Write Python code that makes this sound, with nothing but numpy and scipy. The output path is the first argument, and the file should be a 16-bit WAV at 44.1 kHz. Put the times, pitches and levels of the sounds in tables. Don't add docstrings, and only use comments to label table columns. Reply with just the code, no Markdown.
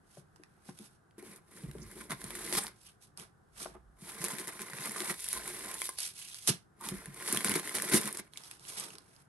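import sys
import numpy as np
from scipy import signal
from scipy.fft import rfft, irfft, next_fast_len
from scipy.io import wavfile

SR = 44100
rng = np.random.default_rng(int(sys.argv[2]) if len(sys.argv) > 2 else 0)


def file_out(sig):
    cols = np.atleast_2d(sig).T
    lim = np.clip(cols, -1, 1)
    pcm = np.round(lim * 32767).astype(np.int16)
    wavfile.write(sys.argv[1], SR, pcm)


N = 409248
TIME = np.arange(N) / SR
USUAL_EFFORT_DB = -47.5

# frequency in Hz, relative spectral density in dB.
VENT_SPECTRUM = [(15, -33), (25, -11.5), (146, 3.5), (271, -8.5), (383, -5), (604, -15), (769, -8),
                 (903, -13.5), (1540, -10.5), (2370, -31), (7280, -33), (9520, -30), (11200, -32),
                 (13100, -50), (15000, -55)]
OPEN_SPECTRUM = [(35, -24.5), (90, -3), (250, -15), (600, -6.5), (1200, -1.5), (2300, -2.5), (3000, -1.5),
                 (3900, -0.5), (5500, 0.5), (7000, -3), (9500, 4), (11200, 4), (12000, -8), (13200, -30),
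                 (16000, -37)]
BAG_SPECTRUM = [(35, -7), (90, -3.5), (200, 2.5), (370, 5), (560, -3.5), (700, -8), (1080, -7), (2100, 0.5),
                (2700, -4), (4000, 0), (5500, 0), (7200, -2), (9000, 4.5), (9900, 9.5), (11300, 5.5),
                (12000, -1.5), (13600, -21.5), (16000, -22)]
# frequency in Hz, coherence from 0 to 1.
VENT_COHERENCE = [(100, 0.86), (400, 0.1), (1000, 0.077), (6000, 0.24), (9000, 0.79)]
OPEN_COHERENCE = [(150, 0.76), (600, 0.31), (2000, 0.55), (4000, 0.18), (6600, 0.86), (7600, 0.97),
                  (12000, 0.87)]
BAG_COHERENCE = [(150, .97), (400, .92), (700, .75), (2000, .78), (3500, .62), (6500, .4), (8500, .9),
                 (12000, .88)]
CRUNCH_COHERENCE = [(300, .9), (700, .7), (2000, .7), (3500, .6), (6500, .35), (8500, .7), (12000, .7)]
# frequency in Hz, left minus right in dB.
OPEN_PAN = [(150, -9), (900, -3), (1900, -3), (3600, -4.5), (4600, -6), (6400, -9.5), (7800, -1), (9500, 0)]
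BAG_PAN = [(150, -3.5), (400, -0.5), (900, -2.5), (2300, 0.5), (3300, -3.5), (4200, 2), (5800, -5.5),
           (9000, 0)]
# multiple of the lowest frequency, relative level in dB.
PAPER_MODES = [(1, 2), (1.45, -3), (2.1, -7.5)]
# frequency in Hz, relative level in dB, T60 in seconds.
DESK_MODES = [(98, -20.5, .08), (123.2, -2.5, .071), (154.6, -4, .1), (197, -0.5, 0.08), (226.6, -4.5, .12),
              (283, -5, .13), (363.7, -1, .11), (488, -4.5, 0.12), (565, -23, .02), (770, 0.5, 0.033),
              (1060, -20.5, .058)]
# frequency in Hz, bandwidth in Hz, boost in dB.
CAVITY_MODES = [(1048, 113, 6.5), (2070, 160, 1), (3690, 120, 3)]
# time of full speed, rise per 20 dB and hold, all in seconds, then effort in dB, weight in dB.
DESK_SLIDES = [(0.14, 0.11, 0.05, -65.5, -3), (.38, 0.3, 0.23, -83.5, 2), (0.671, 0.057, 0.032, -61, 0),
               (0.783, 0.066, 0.08, -62, -1.5), (.92, .05, 0.022, -73, -4), (2.863, 0.12, 0.027, -58.5, -8),
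               (3.024, 0.018, 0.01, -59, -11), (3.185, 0.013, 0.032, -54, 3),
               (3.604, 0.048, 0.03, -44.5, 0.5), (3.674, .05, 0.07, -72, 7),
               (5.991, 0.03, 0.082, -41.5, -7.5), (6.191, 0.076, 0.044, -48, -9.5),
               (6.253, 0.039, 0.25, -52.5, -11.5), (6.486, 0.034, 0.0094, -34, -5.5),
               (8.379, 0.073, 0.16, -58.5, -0.5), (8.69, .1, 0.011, -48.5, -1),
               (8.775, 0.1, 0.057, -44.5, 2), (8.868, 0.075, 0.071, -58, 4), (9.004, 0.046, 0.21, -70.5, 1)]
RIM_BRUSHES = [(1.565, 0.11, 0.021, -59.5, -1), (4.02, 0.043, 0.13, -56.5, -26),
               (6.845, 0.041, 0.051, -45.5, 1)]
# start in seconds, relative level in dB, pitch in Hz,
# T60 in seconds.
BLOWS = [(.171, -43, 576, 0.038), (.178, -43.5, 143, 0.043), (0.397, -47.5, 307, 0.046),
         (0.687, -35, 188, 0.061), (.689, -41, 765, .03), (0.796, -41, 215, 0.14),
         (1.18, -41.5, 338, 0.073), (1.226, -39.5, 375, 0.057), (1.635, -33, 127, 0.085),
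         (1.683, -36, 144, 0.089), (1.751, -34, 407, 0.054), (1.757, -41, 160, 0.054),
         (1.793, -41.5, 155, 0.099), (1.815, -42, 226, 0.12), (1.846, -41.5, 103, 0.1),
         (1.965, -41.5, 380, 0.045), (2.104, -39, 217, .06), (2.121, -37, 134, 0.078),
         (2.24, -37, 194, .06), (2.524, -29.5, 362, 0.057), (2.576, -27.5, 1244, 0.049),
         (2.583, -30, 815, 0.057), (3.195, -47.5, 168, 0.042), (3.657, -31, 625, 0.021),
         (3.66, -35.5, 1360, 0.025), (3.75, -46, 372, 0.086), (4.021, -42, 183, .06), (4.2, -38, 154, .07),
         (4.235, -32.5, 363, 0.076), (4.332, -34, 221, 0.042), (4.489, -45, 380, 0.07),
         (4.728, -42.5, 145, 0.11), (4.792, -42.5, 144, .06), (4.884, -39, 212, 0.056),
         (5.006, -34.5, 368, 0.054), (5.096, -52, 360, 0.046), (6.489, -22, 230, 0.015),
         (6.496, -23.5, 127, 0.039), (6.536, -45, 184, .07), (6.916, -29.5, 191, 0.12),
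         (7.072, -38.5, 143, 0.22), (7.328, -25, 262, 0.05), (7.348, -39, 149, .06),
         (7.373, -32.5, 236, 0.052), (7.45, -29, 217, 0.045), (7.487, -32, 200, 0.057),
         (7.511, -30.5, 191, 0.072), (7.557, -22.5, 292, 0.052), (7.567, -38, 200, .06),
         (7.773, -40, 200, .05), (7.852, -35, 272, 0.095), (7.939, -17.5, 216, 0.037),
         (7.941, -17.5, 332, 0.061), (7.975, -29.5, 208.3, 0.065), (8.042, -33.5, 209, 0.13)]
# start in seconds, relative levels of tick and pop in dB,
# pitch of the pop in Hz.
CREASE_SNAPS = [(.3597, -43, -32, 940), (0.435, -61, -29, 1880), (0.788, -29.5, -30, 2450),
                (1.109, -54, -42.5, 3300), (1.181, -39, -34, 1060), (1.225, -34, -32, 1900),
                (1.36, -26, -47.5, 2000), (1.635, -40, -32.5, 3000), (1.712, -32, -24.5, 1950),
                (1.783, -42, -25, 1500), (1.913, -24.5, -27.5, 1730), (2.106, -16.5, -8, 1690),
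                (2.118, -27, -7.5, 1840), (2.132, -32, -17, 990), (2.216, -29, -20, 1910),
                (2.241, -15, -14.5, 1090), (2.305, -22, -15.5, 1680), (2.3516, -18, -16, 1900),
                (2.475, -27.5, -17, 1980), (2.5256, -11, -6, 4300), (2.535, -13, -10, 1900),
                (2.551, -13, -6, 2160), (2.667, -22, -15, 5470), (2.679, -34, -17.5, 1510),
                (3.1738, -27, -26, 5560), (3.197, -24, -28, 3370), (4.097, -33, -18.5, 2090),
                (4.216, -27, -23, 770), (4.2405, -5.5, -13, 1020), (4.247, -9.5, -14, 2110),
                (4.283, -16, -13, 1730), (4.303, -24, -12, 940), (4.312, -19, -25, 1720),
                (4.384, -18, -14, 1740), (4.397, -15, -23, 820), (4.414, -22, -18, 2000),
                (4.472, -20, -19, 1900), (4.479, -13.5, -31, 3570), (4.593, -30, -16.5, 1690),
                (4.617, -16.5, -17, 1130), (4.699, -37, -15, 940), (4.733, -33, -14, 1850),
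                (4.785, -40, -14, 1820), (4.821, -24, -14.5, 1730), (4.857, -14, -19, 1850),
                (4.917, -19, -37, 1770), (4.961, -30, -15.5, 1810), (5.0034, -12, -9.5, 3740),
                (5.046, -15, -24, 1460), (5.0567, -15, -14, 1240), (5.104, -18, -16, 1980),
                (5.141, -31, -18.5, 1850), (5.204, -17.5, -30, 3750), (5.242, -11.5, -19, 1950),
                (5.286, -10, -19, 5500), (5.3288, -7.5, -18, 2560), (5.336, -22, -16.5, 2020),
                (5.476, -19, -29, 2210), (5.659, -21, -32, 2040), (5.713, -20, -15, 1058),
                (5.741, -16, -25, 1850), (5.789, -26, -35, 3620), (5.801, -30, -17, 2070),
                (5.817, -10, -5.5, 2200), (5.854, -15.5, -17.5, 3750), (5.8904, -10, -10, 1040),
                (5.9859, -13, -14, 4270), (6.003, -13, -26, 5510), (6.344, -24, -22.5, 5470),
                (6.4738, -5.5, -11, 3690), (6.81, -26, -27, 1053), (6.8875, -10, -14.5, 3600),
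                (7.057, -24, -18.5, 1730), (7.143, -23.5, -36, 3670), (7.2, -35, -20, 2070),
                (7.224, -26, -21, 1980), (7.3254, -3.5, -15, 1550), (7.346, -8, -8, 770),
                (7.362, -16, -9, 1750), (7.372, -5, -3, 3130), (7.406, -26, -11.5, 2070),
                (7.445, -2, -4, 1527), (7.474, -20, -11, 2770), (7.4828, -13, -4.5, 2120),
                (7.494, -8, -10, 2200), (7.5163, -10.5, -5, 2130), (7.539, -9, -9, 2070),
                (7.555, -10, -16, 2070), (7.588, -28, -19, 1770), (7.596, -14.5, -14.5, 2150),
                (7.659, -32, -18, 2180), (7.674, -21, -13, 2070), (7.693, -14.5, -14, 2130),
                (7.7507, -6, -10, 2070), (7.757, -16, -11, 2220), (7.784, -12, -10, 2200),
                (7.799, -21.5, -9, 1850), (7.821, -8, -10.5, 1700), (7.857, -22, -17, 1290),
                (7.897, -13, -9.5, 1180), (7.942, 1, -5, 2340), (8.012, -12.5, -30, 1300),
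                (8.075, -12.5, -23, 1980), (8.088, -20, -24, 1890), (8.126, -13, -25, 775),
                (8.1712, -11, -21, 2340), (8.197, -28, -22, 1490), (8.335, -31, -28, 4600),
                (8.3731, -18.5, -20.5, 3780), (8.436, -44, -26, 5350), (8.445, -48, -29, 5600),
                (8.5115, -23.5, -20, 2540), (8.595, -38, -34, 5200), (8.651, -43, -27, 3000),
                (8.797, -13.5, -31, 860), (8.904, -35, -26, 2980), (8.953, -37, -27, 5440),
                (8.983, -30, -26.5, 5730), (9.163, -48, -37.5, 4940)]
# time in seconds, effort in dB.
GESTURE_EFFORT = [
    [(1.168, -94), (1.19, -59), (1.222, -73), (1.245, -63), (1.29, -58), (1.37, -64.5), (1.41, -83),
     (1.47, -97)],
    [(1.47, -95), (1.6, -60.5), (1.72, -67), (1.83, -65.5), (1.87, -62.5), (1.99, -57), (2.04, -57),
     (2.075, -70), (2.15, -56.5)],
    [(2.15, -66), (2.18, -62), (2.27, -54.5), (2.456, -47), (2.526, -46.5), (2.644, -49), (2.675, -51.5),
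     (2.70, -64.5), (2.82, -101)],
    [(3.97, -84.5), (4.095, -51.5), (4.14, -59), (4.21, -46.5), (4.32, -47.5), (4.36, -51), (4.56, -55.5),
     (4.71, -55.5), (4.87, -42.5), (4.93, -51.5), (4.98, -43), (5.11, -46), (5.16, -53.5)],
    [(5.16, -53), (5.25, -44), (5.34, -44.5), (5.42, -51.5), (5.49, -44), (5.56, -51.5), (5.7, -48),
     (5.78, -51), (5.86, -44), (5.92, -56.5), (5.96, -57)],
    [(6.88, -58), (6.97, -54.5), (7.05, -61), (7.13, -63.5), (7.23, -49), (7.29, -39.5), (7.42, -46),
     (7.46, -45.5), (7.57, -42), (7.63, -55.5)],
    [(7.63, -48), (7.68, -46), (7.725, -49.5), (7.77, -46), (7.91, -42.5), (7.975, -44), (8.01, -42.5),
     (8.06, -43.5), (8.115, -53.5), (8.2, -62.5), (8.225, -77), (8.28, -71)],
]
# rub offset in dB, jostle offset in dB.
GESTURE_PRESSURE = [(-0.5, 2.5), (-2, 4.5), (-1, 0.5), (1.5, -2.5), (1, -1.5), (1.5, -0.5), (0.5, 0)]
# start in seconds, length in seconds.
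WAD_LIFTS = [(5.158, 0.17), (5.796, 0.15)]
# time of full weight, rise per 20 dB and hold, all in seconds,
# then level in dB.
ARM_LEANS = [(1.668, 0.06, 0.039, -54.5), (2.1, 0.13, 0.5, -66.5), (3.676, 0.43, 0.22, -63),
             (5.413, 0.29, 0.073, -61.5), (6.935, 0.12, 0.048, -60)]
# start in seconds, length in seconds,
# level in dB, centre frequency in Hz, approximate bandwidth as a share of the centre.
EDGE_SCRAPES = [(1.812, 0.021, -55, 5660, 0.37), (2.106, 0.021, -43, 1300, 1.0),
                (2.6, 0.042, -43, 9050, 0.2), (2.642, 0.011, -51, 920, 0.54), (2.86, .04, -67, 2950, .25),
                (3.748, 0.019, -58.5, 850, 0.85), (6.218, 0.049, -58, 2840, 0.32),
                (6.297, 0.073, -59.5, 3400, 0.36), (6.81, 0.063, -51, 1040, 0.29),
                (8.071, 0.015, -41.5, 1300, 1)]
# start in seconds, length in seconds, level in dB,
# tug on the bag in dB relative to that level.
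WAD_CRUNCHES = [(2.002, 0.013, -49, 1.5), (2.095, 0.032, -43.5, -1), (2.204, 0.013, -48.5, -16),
                (2.525, 0.038, -34.5, -27), (2.567, 0.02, -27.5, -31), (4.239, 0.024, -41, -11),
                (4.382, 0.029, -43.5, -10), (4.471, 0.026, -46, -2), (4.598, 0.031, -46, -4),
                (5.092, 0.023, -36, -2), (5.325, .0064, -40.5, -25), (6.474, 0.023, -25.5, -16),
                (7.318, 0.022, -39.5, -18), (7.443, 0.03, -35, -5.5), (7.494, 0.027, -37, -4),
                (7.55, 0.012, -31.5, -8), (7.74, 0.032, -35, -21), (7.914, 0.025, -30.5, -8),
                (7.934, 0.046, -26.5, -21), (8.065, 0.015, -40, -2.5), (8.144, 0.0071, -40, -13),
                (8.181, 0.016, -40, -5.5)]
# start in seconds, level in dB, pitch in Hz,
# T60 in seconds.
ZIP_CLINKS = [(8.359, -44.5, 2240, .018), (8.374, -40.5, 3700, 0.03)]


def from_db(db):
    return 10 ** (np.asarray(db) / 20)


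def unit_rms(x):
    return x / np.sqrt(np.mean(x ** 2) + 1e-20)


def at_hz(points, hz):
    frequencies, values = np.transpose(points)
    return np.interp(np.log(hz + 1), np.log(frequencies), values)


def band(x, hz, kind, order=2):
    return signal.sosfilt(signal.butter(order, hz, kind, fs=SR, output="sos"), x + 1e-18)


def ring(x, hz, t60):
    radius, angle = from_db(-60 / (t60 * SR)), 2 * np.pi * hz / SR
    return signal.lfilter([0, np.sin(angle)], [1, -2 * radius * np.cos(angle), radius ** 2], x + 1e-18)


def drift(hz):
    return unit_rms(band(rng.standard_normal(N + SR), hz, "low")[SR:])


def add(track, start, sound):
    i = int(start * SR)
    track[..., i:i + sound.shape[-1]] += sound[..., :N - i]


def swell(full_at, rise_s, hold_s, release_s):
    before, after = np.maximum(full_at - TIME, 0), np.maximum(TIME - full_at - hold_s, 0)
    return .1 ** (before / rise_s + after / release_s)


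def colour(x, spectrum, size=8192):
    gain = unit_rms(from_db(at_hz(spectrum, np.arange(size // 2 + 1) * SR / size)))
    cepstrum = irfft(np.log(gain))
    causal = np.r_[cepstrum[0], 2 * cepstrum[1:size // 2]]
    response = irfft(np.exp(rfft(causal, size)))
    return signal.fftconvolve(x, response[None], axes=1)[:, :N]


def ventilation():
    return from_db(-66) * unit_rms(colour(rng.standard_normal((2, N)), VENT_SPECTRUM))


def friction(effort, rub_db, jostle_db):
    push = effort / from_db(USUAL_EFFORT_DB)
    rub = from_db(rub_db - 46.5) * push ** 0.74
    jostle = from_db(jostle_db - 48.5) * push ** 0.69
    return np.array([effort, rub, jostle])


def slides(rows, release_s, rub_db, jostle_db):
    power = 0
    for full_at, rise, hold, db, weight_db in rows:
        effort = from_db(db) * swell(full_at, rise, hold, release_s)
        power += friction(effort, rub_db + weight_db, jostle_db + 2 * weight_db) ** 2
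    return np.sqrt(power)


def facet(hz, cycles, ring_db, t60, tail_db, tail_t60):
    t = TIME[:SR // 25]
    noise = rng.standard_normal((2, len(t)))
    crack = noise * (from_db(-60 * t / t60) + from_db(tail_db - 60 * t / tail_t60))
    kick = noise * np.exp(-t / 0.00038)
    tone = sum(from_db(db) * ring(kick, min(hz * ratio * rng.uniform(0.933, 1.078), SR / 3), cycles / hz)
               for ratio, db in PAPER_MODES)
    return unit_rms(unit_rms(crack) + from_db(ring_db) * unit_rms(tone)) / np.sqrt(len(t))


def grip(effort, firm_db):
    return np.clip(np.sqrt(effort / from_db(firm_db)), .3, 1)


def crinkle(per_s, spread_db, slide_db, clump_db, squeeze=1, count=240):
    clumps = from_db(clump_db * drift(55))
    onsets = np.flatnonzero(rng.random(N) < per_s * clumps / SR)
    force = from_db(spread_db * np.minimum(rng.exponential(1, N), 3.2))
    shape_at = rng.integers(0, count, N)
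    shapes = [facet(hz, cycles=18, ring_db=1.5 + 5.5 * np.log2(hz / 5000),
                    t60=0.023, tail_db=-7.5, tail_t60=0.036) for hz in np.geomspace(700, 9000, count)]
    buckles = np.zeros((2, N))
    for i in onsets:
        add(buckles, i / SR, force[i] * shapes[shape_at[i]])
    hiss = unit_rms(rng.standard_normal((2, N)) * clumps)
    slide = from_db(slide_db)
    return (squeeze * unit_rms(buckles) + slide * hiss) / np.hypot(squeeze, slide)


def folds(per_s=340, spread_db=3.0, clump_db=2.5, count=60):
    onsets = np.flatnonzero(rng.random(N) < per_s * from_db(clump_db * drift(30)) / SR)
    forces = from_db(spread_db * np.minimum(rng.exponential(1, len(onsets)), 3))
    shapes = [facet(hz, cycles=24, ring_db=8, t60=.008, tail_db=-16, tail_t60=.03)
              for hz in np.geomspace(640, 2600, count)]
    pops = np.zeros((2, N))
    for i, force, k in zip(onsets, forces, rng.integers(0, count, len(onsets))):
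        add(pops, i / SR, force * shapes[k])
    return unit_rms(pops)


def desk(force):
    return sum((-1) ** k * from_db(db) * ring(force, hz, t60)
               for k, (hz, db, t60) in enumerate(DESK_MODES))


def leather_flex(per_s=130, cycles=10, count=24):
    clicks = (rng.random(N) < per_s / SR) * rng.standard_normal(N)
    mode_at = rng.integers(0, count, N)
    return unit_rms(sum(ring(clicks * (mode_at == k), hz, cycles / hz) * np.sqrt(hz)
                        for k, hz in enumerate(np.geomspace(165, 520, count))))


def rustle(grains, pops, drive, spectrum, crackle_db, rub_db, jostle_db, desk_db):
    crackle_gain, rub_gain, jostle_gain = drive
    paper = colour(grains, spectrum)
    crackle = band(paper, 1780, "high", order=4)
    popping = band(colour(pops, spectrum), [550, 2500], "band")
    rub = unit_rms(band(paper, [550, 2500], "band", order=3)) + from_db(1) * unit_rms(popping)
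    body = unit_rms(band(paper, 770, "low")) + from_db(desk_db) * unit_rms(desk(grains))
    jostle = band(body + from_db(-1) * leather_flex(), [140, 520], "band", order=3)
    return (crackle_gain * from_db(crackle_db) * unit_rms(crackle)
            + rub_gain * from_db(rub_db) * unit_rms(rub)
            + jostle_gain * from_db(jostle_db) * unit_rms(jostle))


def bumps(level_db, thud_db, desk_db):
    knocks, t = np.zeros((2, N)), TIME[:SR // 3]
    click = 1.0 * (t == 0)
    for start, db, hz, t60 in BLOWS:
        scuff = rng.standard_normal(len(t)) + 0.28 * rng.standard_normal((2, len(t)))
        around_hz = [hz / 1.9, hz * 1.514]
        knock = unit_rms(ring(click, hz, t60) * (1 - np.exp(-t * hz * 2)))
        thud = unit_rms(band(scuff * from_db(-60 * t / t60), around_hz, "band"))
        wood = unit_rms(band(desk(click), around_hz, "band"))
        blow = knock + from_db(thud_db) * thud + from_db(desk_db) * wood
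        add(knocks, start, from_db(db + level_db) * blow / np.abs(blow).max())
    return band(knocks, 90, "high", order=4)


def snaps(rows, tick_gain_db, pop_gain_db):
    ticks, pops = np.zeros((2, 2, N))
    for start, tick_db, pop_db, hz in rows:
        tick_hz = rng.uniform(7500, 10500)
        tick = facet(tick_hz, cycles=45, ring_db=-10, t60=.011, tail_db=-22, tail_t60=.05)
        pop = facet(hz, cycles=14, ring_db=-1.5, t60=.012, tail_db=-22, tail_t60=.04)
        add(ticks, start + .00073, tick * from_db(tick_db + tick_gain_db))
        add(pops, start + .0006, pop * from_db(pop_db + pop_gain_db))
    return band(ticks, 6700, "high") + band(pops, [550, 6500], "band")


def hand_in_bag(lift_ramp_s=0.033, lift_loss_db=13.5):
    drive = lifted = 0
    for curve, pressure in zip(GESTURE_EFFORT, GESTURE_PRESSURE):
        effort_db = np.interp(TIME, *np.transpose(curve), left=-300, right=-300)
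        drive += friction(from_db(effort_db), *pressure)
    for start, length in WAD_LIFTS:
        end = start + length
        lifted += np.interp(TIME, [start - lift_ramp_s, start, end, end + lift_ramp_s], [0, 1, 1, 0])
    return drive * from_db(-lift_loss_db * np.outer([0, 1, 1], lifted))


def bag_cavity(x):
    return x + sum((from_db(db) - 1) * signal.lfilter(*signal.iirpeak(hz, hz / width, fs=SR), x)
                   for hz, width, db in CAVITY_MODES)


def lesser_creases(effort, per_s, tick_db, pop_db, spread_db):
    onsets = np.flatnonzero((rng.random(N) < per_s / SR) & (effort > from_db(-70)))
    db = 0.9 * (20 * np.log10(effort[onsets]) - USUAL_EFFORT_DB)
    tick, pop, octaves = rng.uniform(-1.2, 1, (len(onsets), 3)).T
    return list(zip(onsets / SR, db + tick_db + spread_db * tick, db + pop_db + spread_db * pop,
                    1900 * 2 ** octaves))


def desk_shudder(release_s=0.48):
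    weight = sum(from_db(db) * swell(at, rise, hold, release_s) for at, rise, hold, db in ARM_LEANS)
    return weight * unit_rms(band(rng.standard_normal((2, N)), [46, 63], "band"))


def scrapes(rise_s, release_s):
    slips = rng.standard_normal((2, N)) * from_db(4.2 * drift(150))
    drags = np.zeros((2, N))
    for start, length, db, hz, width in EDGE_SCRAPES:
        resonance = unit_rms(band(slips, [hz / (1 + width / 2), hz * (1 + width / 2)], "band"))
        drags += from_db(db) * swell(start, rise_s, length, release_s) * resonance
    return drags


def crunches(attack_s, release_s, tug_release_s):
    force, tug = np.zeros((2, N))
    t = TIME[:SR // 5]
    for start, length, db, tug_db in WAD_CRUNCHES:
        rise = from_db(db) * (1 - np.exp(-t / attack_s))
        after = np.maximum(t - length, 0)
        add(force, start, rise * np.exp(-after / release_s))
        add(tug, start, rise * from_db(tug_db) * np.exp(-after / tug_release_s))
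    return force * crinkle(per_s=1400, spread_db=1.5, slide_db=2.5, clump_db=0.5), tug


def zip_pull():
    clinks, t = np.zeros(N), TIME[:SR // 8]
    for start, db, hz, t60 in ZIP_CLINKS:
        add(clinks, start, from_db(db) * ring(1.0 * (t == 0), hz, t60))
    return clinks


def place(pair, coherence, pan, lag_ms):
    size = next_fast_len(N + SR // 10)
    mid, side = rfft(pair, size)
    hz = np.arange(len(mid)) * SR / size
    alike = np.clip(at_hz(coherence, hz), 0, .995)
    lean = from_db(at_hz(pan, hz) / 2)
    mid, side = mid * np.sqrt((1 + alike) / 2), side * np.sqrt((1 - alike) / 2)
    lag_s = lag_ms / 1000 * np.interp(hz, [6500, 7500], [1, 0])
    left = (mid + side) * lean * np.exp(-2j * np.pi * hz * lag_s)
    right = (mid - side) / lean
    return irfft(np.array([left, right]), size)[:, :N]


def near_echoes(x, echo_db, count=7):
    lags = (rng.uniform(0.00074, .009, count) * SR).astype(int)
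    echoes = sum((-1) ** k * np.pad(x, ((0, 0), (lag, 0)))[:, :N] for k, lag in enumerate(lags))
    return x + from_db(echo_db) * echoes


def room(x, level_db=-15.5, t60=0.19, treble_t60=0.051):
    t = TIME[:SR // 2]
    noise = rng.standard_normal((2, len(t))) * np.clip((t - .004) / 0.003, 0, 1)
    tail = band(noise, [120, 6000], "band") * from_db(-60 * t / t60)
    tail += 0.61 * band(noise, 8800, "high") * from_db(-60 * t / treble_t60)
    return from_db(level_db) * signal.fftconvolve(x, unit_rms(tail) / np.sqrt(len(t)), axes=1)[:, :N]


def scene():
    side_drive = slides(DESK_SLIDES, release_s=0.056, rub_db=-2, jostle_db=-3.5)
    bag_drive = np.hypot(hand_in_bag(), slides(RIM_BRUSHES, release_s=0.026, rub_db=-4, jostle_db=-1))
    side_effort, bag_effort = side_drive[0], bag_drive[0]
    pops = folds()
    torn, tug = crunches(attack_s=0.0034, release_s=0.0047, tug_release_s=0.005)
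    digging = crinkle(per_s=620, spread_db=3.3, slide_db=-3.5, clump_db=2.0,
                      squeeze=grip(bag_effort, firm_db=-36.5))
    laying = crinkle(per_s=420, spread_db=3.0, slide_db=6.0, clump_db=2.5,
                     squeeze=grip(side_effort, firm_db=-62))
    bag = bag_cavity(rustle(digging, pops, bag_drive + np.outer([0, .8, 1], tug), BAG_SPECTRUM,
                            crackle_db=2.5, rub_db=-3, jostle_db=-5, desk_db=-5.5))
    bag += bumps(level_db=-2, thud_db=-3.5, desk_db=-5)
    bag += desk_shudder() + scrapes(rise_s=.008, release_s=.015)
    aside = rustle(laying, pops, side_drive, OPEN_SPECTRUM,
                   crackle_db=1.5, rub_db=-6.5, jostle_db=-8.5, desk_db=-22)
    vent = ventilation()
    lesser = lesser_creases(bag_effort, per_s=14, tick_db=-23, pop_db=-26, spread_db=4.5)
    cracks = snaps(CREASE_SNAPS + lesser, tick_gain_db=1.5, pop_gain_db=-0.5)
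    inside = side_effort < np.maximum(bag_effort, from_db(-100))
    aside += colour((torn + from_db(1) * cracks) * ~inside, OPEN_SPECTRUM)
    bag_creases = bag_cavity(colour((torn + cracks) * inside, BAG_SPECTRUM))
    direct = place(aside, OPEN_COHERENCE, OPEN_PAN, lag_ms=0.3)
    direct += place(bag, BAG_COHERENCE, BAG_PAN, lag_ms=0.065)
    direct += place(bag_creases, CRUNCH_COHERENCE, BAG_PAN, lag_ms=0.034)
    near = near_echoes(direct + zip_pull(), echo_db=-21)
    return near + room(near) + place(vent, VENT_COHERENCE, [(1000, 0.021)], lag_ms=0)


def record(dry):
    notch_hz, notch_depth = 10330, .85
    peak_hz, peak_width_hz, peak_db = 10830, 380, 5
    stopband_hz = 16700
    notched = signal.lfilter(*signal.iirnotch(notch_hz, Q=20, fs=SR), dry)
    ported = dry + notch_depth * (notched - dry)
    ringing = signal.lfilter(*signal.iirpeak(peak_hz, peak_hz / peak_width_hz, fs=SR), ported)
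    ported += (from_db(peak_db) - 1) * ringing
    return signal.sosfilt(signal.cheby2(14, 70, stopband_hz, fs=SR, output="sos"), ported)


dry = scene()
out = record(dry)
file_out(out)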